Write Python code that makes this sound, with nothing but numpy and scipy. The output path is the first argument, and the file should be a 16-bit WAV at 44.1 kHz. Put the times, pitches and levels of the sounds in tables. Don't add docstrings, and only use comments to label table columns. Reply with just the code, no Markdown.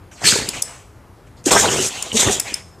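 import sys
import numpy as np
from scipy import signal
from scipy.io import wavfile
from scipy.ndimage import uniform_filter1d

SR = 44100
rng = np.random.default_rng(int(sys.argv[2]) if len(sys.argv) > 2 else 0)


def log_audio(samples):
    frames = np.atleast_2d(samples).T
    limited = np.clip(frames, -1, 1)
    pcm = np.round(limited * 32767).astype(np.int16)
    wavfile.write(sys.argv[1], SR, pcm)


def attenuation_scalar(level_db):
    decades = np.asarray(level_db, float) / 20
    return 10 ** decades


N = 123480


def evened(x):
    return x / np.sqrt(np.mean(x ** 2) + 1e-20)


def read(points, hz):
    f, value = np.transpose(points)
    return np.interp(np.log(hz + 1), np.log(f + 1), value)


def add(mix, s, sound):
    part = mix[round(s * SR):][:len(sound)]
    part += sound[:len(part)]


def resonate(x, hz, width):
    turn = np.exp(2j * np.pi * np.cumsum(hz * np.ones(len(x))) / SR)
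    r = np.exp(-np.pi * width / SR)
    return 2 * (turn * signal.lfilter([1 - r], [1, -r], x / turn)).real


def steep(x, hz, width):
    return evened(resonate(resonate(x, hz, width), hz, width))


def blur(x, bins, frames):
    return uniform_filter1d(uniform_filter1d(x, bins, axis=-2), frames, axis=-1)


def lumps(shape, bins, frames):
    return evened(blur(rng.standard_normal(shape[::-1]).T, bins, frames))


# frequency in Hz, level in dB per Hz.
AIR_SPECTRUM = [(26, -45.5), (45, -6), (81, -1), (167, -13), (475, -16), (592, -18.5), (1170, -21.5),
                (3240, -36.5), (15000, -44)]


def room_air():
    level_db, wide = -44.5, 0.08
    frames, hz = N // 256 + 5, np.fft.rfftfreq(1024, 1 / SR)
    a, b, c, d = rng.standard_normal((frames, 513, 4)).T
    sides = np.array([1, -1])[:, None, None]
    noise = a + 1j * b + wide * sides * (c + 1j * d)
    z = noise * attenuation_scalar(read(AIR_SPECTRUM, hz)[:, None] + 1.2 * lumps(a.shape, 12, 14))
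    return attenuation_scalar(level_db) * evened(signal.istft(z, nperseg=1024, noverlap=768)[1][:, :N])


# frequency in Hz, width in Hz, level in dB.
NOSTRIL_BANDS = [(6455, 3120, 4), (8240, 2130, 0.5), (9150, 1560, -4.5), (13000, 1000, -19.5)]


def nostrils(x):
    return evened(sum((-1) ** k * attenuation_scalar(db) * steep(x, hz, width)
                      for k, (hz, width, db) in enumerate(NOSTRIL_BANDS)))


# start in seconds, length in seconds, level in dB, resonance in Hz.
SNIFF_EVENTS = [(0.113, 0.09, -49.5, 6400), (0.15, .12, -52, 4500), (0.451, 0.11, -34.5, 2800),
                (.53, 0.097, -31.5, 2500), (1.267, .03, -59, 2200), (1.6, 0.2, -54, 2100),
                (1.895, 0.27, -33, 2810), (2.037, 0.15, -38.5, 3260), (.6, 0.26, -45.5, 970),
                (2.385, 0.055, -37, 2180), (2.442, 0.19, -35.5, 2260), (.17, .09, -47.5, 2200),
                (2.47, 0.054, -37.5, 3800), (1.94, 0.06, -38, 4900), (.63, 0.26, -48.5, 2570),
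                (1.365, 0.066, -57, 4300), (.112, 0.046, -49.5, 2200), (1.78, 0.11, -33.5, 4500)]


def sniff(start, length, db, hz):
    width, wander = 1900, 0.05
    nose_db, low_db = -3.5, -5
    t = np.arange(round(length * SR)) / SR
    a, b, c = rng.standard_normal((SR // 2, 3))[:len(t)].T
    hz = hz * np.exp(wander * evened(uniform_filter1d(c - c.mean(), 900)))
    air = steep(a, hz, width) + attenuation_scalar(nose_db) * nostrils(b) + attenuation_scalar(low_db) * steep(b, 653, 1300)
    flicker_db = 0.3 * evened(uniform_filter1d(c, 100))
    return start, attenuation_scalar(db + flicker_db) * np.sin(np.pi * (t / length) ** 0.51) * air


# start in seconds, level in dB, pitch in Hz, ring in seconds.
SMACK_EVENTS = [(.117, -40, 1590, 0.025), (.217, -19, 700, 0.0091), (.234, -15, 740, 0.011),
                (0.323, -5, 1544, 0.0092), (.358, -9.5, 437, 0.021), (.42, -7.5, 238, 0.0051),
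                (.398, -17, 900, .01), (.255, -8.5, 1800, .012), (.243, -13, 1750, 0.02),
                (.362, -14.5, 940, 0.0097), (1.645, -4.5, 865, 0.0091), (1.656, -2.5, 1440, 0.0055),
                (1.721, -19, 496, 0.0043), (1.791, -15, 400, 0.053), (1.801, -14, 297, 0.023),
                (2.117, -14.5, 3050, 0.018), (2.297, -13.5, 775, 0.034), (2.285, -13, 1900, 0.015),
                (2.3, -16, 220, 0.036), (.325, -12, 210, .015), (2.399, -12.5, 2300, 0.0034)]


def smack(start, db, hz, ring_s):
    t = np.arange(round(2 * ring_s * SR)) / SR
    rough = evened(uniform_filter1d(rng.standard_normal(SR // 5), size=30))[:len(t)]
    spit = 1 + hz / 7000 * rough
    fade = attenuation_scalar(db - 60 * t / (2 * ring_s)) * np.minimum(t / 0.0013, 1)
    return start, fade * spit * np.cos(2 * np.pi * hz * t * (1 - 2.2 * t))


# time in seconds, airflow in dB, then in dB over airflow
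OUTER_BLASTS = [
    [(0.205, -45.5, -0.5, -13, -4.5), (0.23, -34.5, -6.5, 2.5, -4), (0.254, -18, 2, -16.5, -12.5),
     (0.28, -11.5, -1.5, -16.5, -19), (0.32, -17.5, -2, -5, -13), (0.374, -24, -3.5, -5.5, -3.5),
     (0.47, -39, -2, 2, -3.5)],
    [(2.125, -31, -9, -6, -23), (2.148, -24.5, -12, -3.5, -21), (2.172, -15, -0.5, -17, -19.5),
     (2.19, -19.5, -2, -7, -15), (2.204, -12, -4.5, -13, -19), (2.225, -17.5, -4, -7, -20),
     (2.292, -26, -0.5, 4.5, -5.5), (2.328, -18, -10.5, -18.5, -16), (2.39, -38, 3.5, 4.5, -17)],
]
LONG_BLASTS = [
    [(1.44, -25.5, -35, -13, -25), (1.448, -49.5, -3, -6, -21), (1.46, -18, -21, -17.5, -20),
     (1.484, -21, -6.5, -6, -5.5), (1.505, -25.5, -3, -2.5, -10)],
    [(1.505, -22, 10.5, -13.5, -5.5), (1.517, -12.5, -8.5, -6, -4), (1.565, -18, -7, -1.5, 6.5),
     (1.589, -13.5, -11, -9, -12.5), (1.695, -29, 5, 9.5, -8.5)],
    [(1.69, -28.5, -7, 2, -4.5), (1.722, -21, -4.5, -0.5, -11), (1.784, -25, -3, 1.5, -21),
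     (1.872, -20, -10, -17.5, -35), (1.915, -44, -1, 2, -18)],
]
# mouth in Hz, cheek in Hz, flaps per second,
# whistle share 0-1, spit noise in dB over flaps.
MUZZLE_SHAPES = [(4450, 1270, 65, 0.3, 13), (3430, 610, 130, 0.06, 6.5), (2906, 310, 150, 0, 3.5),
                 (3280, 830, 190, 0.2, 5), (2950, 1400, 130, 0, 9)]


def blast(curve, mouth_hz, cheek_hz, rate, whistle, wet_db):
    mouth_width, whistle_width, cheek_width = 1500, 300, 890
    s, flow_db, leak_db, jowl_db, cheek_db = np.transpose(curve)
    t = s[0] + np.arange(round((s[-1] - s[0]) * SR)) / SR
    a, b, c, d, e = rng.standard_normal((round(.3 * SR), 5))[:len(t)].T

    turns = np.cumsum(rate * np.exp(0.45 * evened(uniform_filter1d(c, 300)))) / SR
    flaps = np.diff(np.floor(turns), prepend=0) * attenuation_scalar(5.5 * np.clip(d, -2, 1))
    u = np.arange(300) / SR
    gust = np.convolve(flaps, np.exp(-u / 0.0046))[:len(t)]
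    flicker = attenuation_scalar(0.93 * evened(uniform_filter1d(e, 250)))
    chop = evened(1 + 0.12 * evened(gust)) * flicker

    whistle = np.clip(whistle, 0, 1)
    mouth_hz = mouth_hz * np.exp(0.07 * evened(uniform_filter1d(a, 1200)))
    mouth = (1 - whistle) * steep(b, mouth_hz, mouth_width)
    mouth += whistle * steep(b, mouth_hz, whistle_width)
    mouth -= attenuation_scalar(-6.5) * steep(b, 0.49 * mouth_hz, mouth_width)
    air = chop * (nostrils(a) + attenuation_scalar(np.interp(t, s, leak_db)) * evened(mouth))

    knock = evened(flaps) + attenuation_scalar(wet_db) * chop * e
    cheek_hz = cheek_hz * np.exp(0.2 * evened(uniform_filter1d(b, 1500)))
    cheek = steep(knock, cheek_hz, cheek_width) - 0.53 * steep(knock, 1.9 * cheek_hz, cheek_width)

    puff_s = 0.00031
    puff = np.convolve(flaps, u / puff_s * np.exp(-u / puff_s))[:len(t)]
    jowl = evened(resonate(knock, 405, 110))
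    jowl += attenuation_scalar(0.5) * evened(puff - uniform_filter1d(puff, 500))
    jowl += attenuation_scalar(-9.5) * steep(knock, 98, 45)
    lips = attenuation_scalar(np.interp(t, s, cheek_db)) * evened(cheek) + attenuation_scalar(np.interp(t, s, jowl_db)) * evened(jowl)

    edge = np.clip(np.minimum(t - s[0], s[-1] - t) / 0.004, 0, 1)
    return s[0], edge * attenuation_scalar(np.interp(t, s, flow_db)) * (air + lips)


def patchy(x):
    z = signal.stft(x, nperseg=512)[2]
    return signal.istft(z * attenuation_scalar(2.4 * lumps(z.shape, 6, 6)), nperseg=512)[1][:N]


# start in seconds, length in seconds, level in dB, first pitch in Hz, last pitch in Hz.
GRUNT_EVENTS = [
    (0.235, 0.049, -31.5, 117, 250),
    (1.465, 0.012, -13.5, 387, 248),
    (2.14, 0.039, -24, 216.6, 233.5),
    (2.264, 0.056, -26.5, 374, 419),
    (2.521, 0.008, -34, 344, 322),
    (0.48, 0.016, -34.5, 194, 189),
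    (2.598, 0.194, -51, 97.2, 71),
]


def grunt(start, length, db, first_hz, last_hz):
    t = np.arange(round(length * SR)) / SR
    turn = 2 * np.pi * np.cumsum(first_hz + (last_hz - first_hz) * t / length) / SR
    octave = attenuation_scalar(-3.5) * (first_hz < 250)
    swell = np.sin(np.pi * (t / length) ** 0.7)
    return start, attenuation_scalar(db + 7) * swell * (np.sin(turn) + octave * np.sin(2 * turn))


# start in seconds, level in dB, rattle length in seconds, edge-on share 0-1.
CLINK_EVENTS = [
    (0.487, -24.5, 0.0076, 0.3),
    (0.62, -20, 0.0076, 0),
    (1.881, -33, 0.0075, 0.5),
    (2.0227, -26, .008, 0.4),
    (2.3968, -21, 0.0072, 0.02),
    (2.5388, -23, 0.0081, 1),
]
# frequency in Hz, level flat-on in dB, level edge-on in dB, t60 in seconds.
TAG_MODES = [(3540, -8, -32, 0.011), (4670, -4.5, -12, 0.0091), (5225, -0.5, 2, 0.0079),
             (5700, -11.5, -20, .006), (6190, -6.5, -16, 0.009), (7150, 0.5, -10.5, 0.0088),
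             (7850, 2.5, -15.5, 0.013), (8400, 0.5, -8.5, 0.0064), (9600, 0, -18, 0.01),
             (10040, -9, -4, 0.018), (11320, -10, -9, 0.0061), (12800, -5, -21, .005)]
# frequency in Hz, width in Hz, level in dB, t60 in seconds.
TAG_SHIVER = [(7930, 540, -20, 0.42), (5250, 300, -26, 0.35)]
THIN_RING_HZ = 14300


def clink(start, db, length, edge_on):
    t = np.arange(round(.3 * SR)) / SR
    chance, sign, grit = rng.random((len(t), 3)).T
    u, edge_on = np.clip(t / length, 0, 1), np.clip(edge_on, 0, 1)
    taps_per_s = 4000
    taps = (chance < taps_per_s / SR) * (sign - .5) * np.sin(np.pi * u ** 0.73) ** 2

    ring = np.zeros(len(t))
    for hz, flat, edge, t60 in TAG_MODES:
        mode_db = flat + (edge - flat) * edge_on - 60 * t / t60
        ring += attenuation_scalar(mode_db) * np.sin(2 * np.pi * (hz * t + rng.random()))
    band = signal.butter(3, [4800, 10300], "band", fs=SR, output="sos")
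    ring += attenuation_scalar(-2 - 60 * t / 0.0059) * evened(signal.sosfilt(band, grit - .5))
    sound = signal.fftconvolve(taps, ring)[:len(t)]

    thin = attenuation_scalar(-24 - 60 * t / 0.08) * u * np.sin(2 * np.pi * THIN_RING_HZ * t)
    shiver = sum(attenuation_scalar(level - 60 * t / t60) * steep(sign - .5, hz, width)
                 for hz, width, level, t60 in TAG_SHIVER)
    thin += (1 - edge_on) ** 2 * u * shiver
    attack = np.sqrt(np.mean(sound[:300] ** 2))
    return start, attenuation_scalar(db + 7) * (sound / attack + thin)


# frequency in Hz, t60 in seconds.
ROOM_DECAY = [(200, .4), (1500, .55), (7000, .65), (13000, .4)]


def room(x):
    wide, gap_s, early, early_s = 0.15, 0.004, 2.2, 0.014
    mid, side = rng.standard_normal((2, SR // 2))
    noise = np.array([mid + wide * side, mid - wide * side])
    hz, t, z = signal.stft(noise, SR, nperseg=256)
    tail = signal.istft(z * attenuation_scalar(-60 * t / read(ROOM_DECAY, hz)[:, None]), SR, nperseg=256)[1]
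    t = np.arange(tail.shape[1]) / SR
    tail *= np.clip(t / gap_s - 1, 0, 1) * (1 + early * np.exp(-t / early_s))
    return signal.fftconvolve(x[None], tail / np.linalg.norm(tail[0]), axes=1)[:, :N]


# time in seconds, extra left-right scatter in dB.
HEAD_SWING = [(.15, 0), (.23, 8), (.36, 4), (.42, -1), (1.42, -1), (1.45, 9), (1.53, 8), (1.58, -2),
              (1.9, 2), (2.0, 4), (2.1, 0), (2.2, 7), (2.32, 0)]


def swing(dog):
    z = signal.stft(dog, nperseg=256)[2]
    z = z * attenuation_scalar(4.5 * lumps(z.shape, 5, 24))
    turn = 5.2 * lumps(z.shape, 3, 6)
    swing_db = -20 + np.interp(np.arange(N) / SR, *np.transpose(HEAD_SWING))
    return attenuation_scalar(swing_db) * signal.istft(z * np.exp(1j * turn), nperseg=256)[1][:N]


def scene():
    dog, tag = np.zeros(N), np.zeros(N)
    soften = signal.firwin(41, 14300, fs=SR)
    for curve, muzzle in zip(OUTER_BLASTS + LONG_BLASTS, MUZZLE_SHAPES):
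        add(dog, *blast(curve, *muzzle))
    for row in SNIFF_EVENTS:
        add(dog, *sniff(*row))
    dog = patchy(dog)
    for row in GRUNT_EVENTS:
        add(dog, *grunt(*row))
    for row in SMACK_EVENTS:
        add(dog, *smack(*row))
    jingle = attenuation_scalar(-38) * dog.std() * steep(dog, THIN_RING_HZ, 40)
    dog = jingle + np.convolve(dog, soften, "same")
    for row in CLINK_EVENTS:
        add(tag, *clink(*row))
    wet = dog + attenuation_scalar(-3) * tag
    dog = dog + tag
    side = swing(dog) + 0.2 * tag
    sides = np.array([[1], [-1]])
    air = signal.oaconvolve(room_air(), soften[None], "same")
    direct = dog * attenuation_scalar(0.3 * sides) + side * sides
    return direct + attenuation_scalar(-12.5) * room(wet) + air * attenuation_scalar(1.1 * sides)


# frequency in Hz, side over mid in dB.
SIDE_FLOOR = [(500, -28), (1000, -17), (2000, -14), (15000, -13)]


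def joint_stereo(x):
    mid, side = signal.stft(np.array([x[0] + x[1], x[0] - x[1]]) / 2, nperseg=1024)[2]
    mid_power, side_power = blur(abs(np.array([mid, side])) ** 2, 13, 3)
    floor = attenuation_scalar(2 * read(SIDE_FLOOR, np.fft.rfftfreq(1024, 1 / SR)))[:, None]
    kept = signal.istft(side * (side_power > mid_power * floor), nperseg=1024)[1][:N]
    return x.mean(0) + kept * np.array([[1], [-1]])


def low_pass(x):
    return signal.sosfilt(signal.butter(12, 15840, fs=SR, output="sos"), x)


def record(dry):
    ceiling = 1.2
    x = signal.sosfilt(signal.butter(2, 42, "high", fs=SR, output="sos"), dry)
    x = ceiling * np.tanh(x / ceiling)
    treble_edge = signal.firwin(127, 15200, window=("kaiser", 7), fs=SR)
    x = signal.oaconvolve(x, treble_edge[None], "same")
    return low_pass(joint_stereo(x))


dry = scene()
out = record(dry)
log_audio(out)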